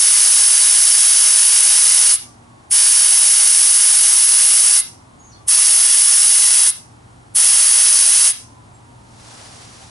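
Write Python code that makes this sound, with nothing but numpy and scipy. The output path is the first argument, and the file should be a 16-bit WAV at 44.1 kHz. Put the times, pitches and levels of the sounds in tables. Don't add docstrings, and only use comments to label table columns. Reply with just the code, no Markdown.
import sys
import numpy as np
from scipy import signal
from scipy.fft import rfft, irfft, next_fast_len
from scipy.io import wavfile
from scipy.ndimage import uniform_filter1d

SR = 44100
rng = np.random.default_rng(int(sys.argv[2]) if len(sys.argv) > 2 else 0)


def store_wav(level_fs):
    pcm = np.round(np.clip(np.atleast_2d(level_fs), -1, 1) * 32767)
    wavfile.write(sys.argv[1], SR, pcm.T.astype(np.int16))


N = 436574
T = np.arange(N) / SR
SIZE = next_fast_len(N + SR, real=True)
HZ = np.maximum(np.arange(SIZE // 2 + 1) * SR / SIZE, 1)

# (frequency [Hz], level re direct sound [dB], decay time T60 [s])
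YARD_SCATTER = [(400, -7, 0.15), (1995, -8.5, 0.26), (4400, -5.5, 0.24), (5940, -25, 0.47),
                (10510, -16, 0.23)]


def from_db(db):
    return 10 ** (np.asarray(db) / 20)


def unit_rms(x):
    return x / np.sqrt(np.mean(x ** 2) + 1e-20)


def at_hz(rows, hz=HZ):
    points, *columns = np.transpose(rows)
    return [np.interp(np.log(hz), np.log(points), c) for c in columns]


def white():
    return rfft(rng.standard_normal(SIZE))


def wave(spectrum):
    return irfft(spectrum, SIZE)[..., :N]


def drift(corner_hz, step=40, settle=2000):
    pole = np.exp(-2 * np.pi * corner_hz * step / SR)
    noise = rng.standard_normal(N // step + settle + 2)
    slow = signal.lfilter([1], [1, -2 * pole, pole * pole], noise)[settle:]
    return np.interp(np.arange(N) / step, np.arange(len(slow)), unit_rms(slow))


def tone(hz):
    return np.sqrt(2) * np.sin(2 * np.pi * np.cumsum(hz) / SR)


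def stereo_noise(rows):
    level_db, correlation = at_hz(rows)
    correlation = np.clip(correlation, -1, 1)
    mid = np.sqrt(1 + correlation) * white()
    side = np.sqrt(1 - correlation) * white() * [[1], [-1]]
    return unit_rms(wave(from_db(level_db) * (mid + side)))


def passband(cutoff_hz=11040, edge_hz=35):
    return (1 - np.tanh((HZ - cutoff_hz) / edge_hz)) / 2


def jet(open_s=.0032, shut_s=.0053, widen_s=.043, narrow_s=.037,
        drive_db=8, flutter_db=1.13, broad_loss_db=10, beam_loss_db=4, beam_above_hz=7500):
    # (frequency [Hz], relative spectral level [dB])
    spectrum = [(100, -57), (250, -42), (380, -32.8), (600, -26.3), (900, -21.5), (1400, -19.7),
                (2400, -18.9), (3300, -16), (4300, -16.6), (5800, -11.4), (7200, -13.7), (8500, -8),
                (9500, -4.1), (11000, -.3)]
    # (frequency [Hz], bandwidth [Hz], lift [dB])
    cavities = [(1738, 90, 4.2), (2067, 70, 2.3), (2868, 180, 3.8), (4707, 205, 6.1), (5413, 290, 6.3),
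                (6297, 385, 5.3), (7726, 85, 3.1), (8914, 170, 4.2), (9635, 65, 2.9), (9983, 160, 5.3),
                (10326, 600, 2.9)]
    # (start [s], end [s], broad level [dB], sag [dB/s], beam level [dB])
    blasts = [(-.2, 2.156, -16, -0.16, -8.5), (2.716, 4.808, -16.2, .45, -8.5),
              (5.484, 6.704, -16.2, .6, -8.5), (7.358, 8.315, -15.7, -0.3, -8)]
    resonance_db = sum(db / (1 + (2 * (HZ - hz) / width) ** 2) for hz, width, db in cavities)
    turbulence = white() * from_db(at_hz(spectrum)[0] + resonance_db) * passband()
    beamed = 1 / (1 + (beam_above_hz / HZ) ** 16)
    broad = unit_rms(wave(turbulence * (1 - beamed)))
    beam = unit_rms(wave(turbulence * beamed))
    air = 0
    for start, end, broad_db, sag_db_per_s, beam_db in blasts:
        opening = (1 + np.tanh((T - start) / (2 * open_s))) / 2
        closing = (1 - np.tanh((T - end) / (2 * shut_s))) / 2
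        pinched = 1 - np.clip(np.minimum((T - start) / widen_s, (end - T) / narrow_s), 0, 1)
        broad_gain = from_db(broad_db - sag_db_per_s * (T - start) - broad_loss_db * pinched)
        beam_gain = from_db(beam_db - beam_loss_db * pinched)
        air = air + opening * closing * (broad_gain * broad + beam_gain * beam)
    return from_db(drive_db + flutter_db * drift(25)) * air


def hand_echo(air, delay_s=.0014, sway_s=.00009, sway_hz=.3, reflection=.1):
    delay = delay_s + sway_s * drift(sway_hz)
    return air + reflection * np.interp(T - delay, T, air)


def deflator(scatter):
    # (delay [s], signed amplitude [ratio])
    bounces = [(.00186, .055), (.00278, -.055), (.003875, .04)]
    # (frequency [Hz], left minus right [dB], left phase lead [rad])
    ports = [(150, 0, 0), (350, 3, .6), (560, -12, 2.6), (800, -5, 1.4), (1800, -1, 1.15), (3200, -.5, .6),
             (4700, -.9, .5), (5400, -.5, .06), (11000, -.25, .1)]
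    wheel = 1 + sum(share * np.exp(-2j * np.pi * HZ * delay) for delay, share in bounces)
    balance_db, lead = at_hz(ports)
    sides = np.array([[.5], [-.5]])
    direct = from_db(sides * balance_db) * np.exp(1j * sides * lead)
    direct = direct / np.sqrt(np.mean(abs(direct) ** 2, axis=0))
    total_gain = np.sqrt(1 + from_db(at_hz(YARD_SCATTER)[0]) ** 2)
    hiss = rfft(hand_echo(jet()), SIZE)
    return wave(hiss * wheel * (direct + scatter) / total_gain)


def yard(build_s=.006):
    t = T[:SR // 2]
    edges_hz = np.geomspace(200, 12800, 13)
    noise = rng.standard_normal((2, 2, len(t)))
    tail = 0
    for k, (low, high) in enumerate(zip(edges_hz, edges_hz[1:])):
        level_db, t60 = at_hz(YARD_SCATTER, np.sqrt(low * high))
        fade = from_db(-60 * t / t60) * (1 - np.exp(-t / build_s))
        bandpass = signal.butter(2, [low, high], "band", fs=SR, output="sos")
        band = signal.sosfilt(bandpass, noise[k % 2])
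        tail = tail + from_db(level_db) * band * fade / np.linalg.norm(fade)
    return rfft(tail, SIZE)


def sleeve(peak_s=9.33, peak_db=-38.5, swell_db_per_s=69, ease_db_per_s=7, uneven_db=.8):
    # (frequency [Hz], relative spectral level [dB], left-right correlation [-1..1])
    cloth = [(200, -9, .3), (700, 3, 0.092), (2000, -3, 0.13), (3500, -3.5, 0.21), (5200, -1, 0.66),
             (7500, -5, 0.7), (11000, -6.5, 0.85)]
    since = T - peak_s
    stroke_db = peak_db + np.minimum(swell_db_per_s * since, -ease_db_per_s * since)
    return from_db(stroke_db + uneven_db * drift(18)) * stereo_noise(cloth)


def birds(scatter, wet_db=18):
    # (start [s], length [s], first pitch [Hz], last pitch [Hz], direct level [dB], flutter [Hz])
    chirps = [(5.19, .035, 6740, 6600, -49.5, 59.8), (5.212, 0.1, 6730, 6530, -50.5, 230),
              (5.296, 0.047, 5940, 5800, -52.5, 149), (5.315, 0.029, 4720, 4520, -55, 400),
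              (5.352, .02, 3420, 3450, -64, 100.7), (8.735, .04, 7540, 7650, -56, 25)]
    calls, flutter = np.zeros(N), drift(201)
    for start, length, from_hz, to_hz, level_db, flutter_hz in chirps:
        now = (T >= start) & (T < start + length)
        along = (T[now] - start) / length
        pitch = from_hz + (to_hz - from_hz) * along + flutter_hz * flutter[now]
        calls[now] += from_db(level_db) * np.sin(np.pi * along) * tone(pitch)
    return wave(rfft(calls, SIZE) * (1 + from_db(wet_db) * scatter))


def traffic(road_db=-48, rumble_db=-51.2, rumble_db_per_s=.35, hum_db=-60, hum_db_per_s=1.05,
            hum_hz=118, waver_hz=1.2, flicker_db=1.5, octave_db=-14):
    # (frequency [Hz], relative spectral level [dB], left-right correlation [-1..1])
    engine_spectrum = [(20, -31.5, 0.93), (44.8, -5.5, 0.68), (75, -4, 1), (100.4, 0.5, 0.83),
                       (147, -7.5, 1), (247, -10.5, 0.97), (497, -34, 1)]
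    road_spectrum = [(60, -10.5, .9), (150, -8.5, .85), (280, 4.5, 0.35), (480, -1.5, -0.52),
                     (850, 1.5, 0.19), (1153, -2, -0.18), (1602, -6, -0.75), (2580, -14, -0.39),
                     (5500, -21, 0.74), (11000, -20.5, .6)]
    pitch = hum_hz + waver_hz * drift(4.84)
    fundamental = from_db(flicker_db * drift(3)) * tone(pitch)
    octave = from_db(octave_db + 2 * drift(2)) * tone(2 * pitch)
    exhaust = from_db(hum_db + hum_db_per_s * T) * (fundamental + octave)
    rumble = from_db(rumble_db + rumble_db_per_s * T) * stereo_noise(engine_spectrum)
    return rumble + exhaust + from_db(road_db) * stereo_noise(road_spectrum)


def far_hum(start_s=2.1, length_s=.5, hz=241, waver_hz=4, level_db=-55):
    swell = np.sin(np.pi * np.clip((T - start_s) / length_s, 0, 1))
    return from_db(level_db) * swell * tone(hz + waver_hz * drift(10))


def siren(rise_at_s=4.5, period_s=5.62, low_hz=720, top_hz=1550, wind_up_s=1.22, coast_s=4.6,
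          level_db=-58, horn_hz=980, horn_width_hz=620):
    age = (T - rise_at_s) % period_s
    winding_hz = top_hz - (top_hz - low_hz) * np.exp(-age / wind_up_s)
    coasting_hz = low_hz * np.exp((period_s - age) / coast_s)
    hz = np.minimum(winding_hz, coasting_hz)
    horn = 1 / (1 + (2 * (hz - horn_hz) / horn_width_hz) ** 4)
    phase = 2 * np.pi * np.cumsum(hz) / SR
    paths = np.array([drift(10) * np.sin(phase) + drift(10) * np.cos(phase) for side in range(2)])
    return from_db(level_db) * horn * paths


def scene():
    scatter = yard()
    return deflator(scatter) + traffic() + siren() + birds(scatter) + sleeve() + far_hum()


def record(dry, limit_db=-11.5, slope=.92, release_db_per_s=100, ceiling=.95):
    power = uniform_filter1d(np.mean(dry ** 2, axis=0), size=700)
    level_db = 10 * np.log10(np.maximum(power, 1e-12))
    reduction_db = slope * np.maximum(level_db - limit_db, 0)
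    held_db = np.maximum.accumulate(reduction_db + release_db_per_s * T) - release_db_per_s * T
    gain = from_db(-uniform_filter1d(held_db, size=300))
    limited = np.clip(dry * gain, -ceiling, ceiling)
    return wave(rfft(limited, SIZE) * passband())


dry = scene()
out = record(dry)
store_wav(out)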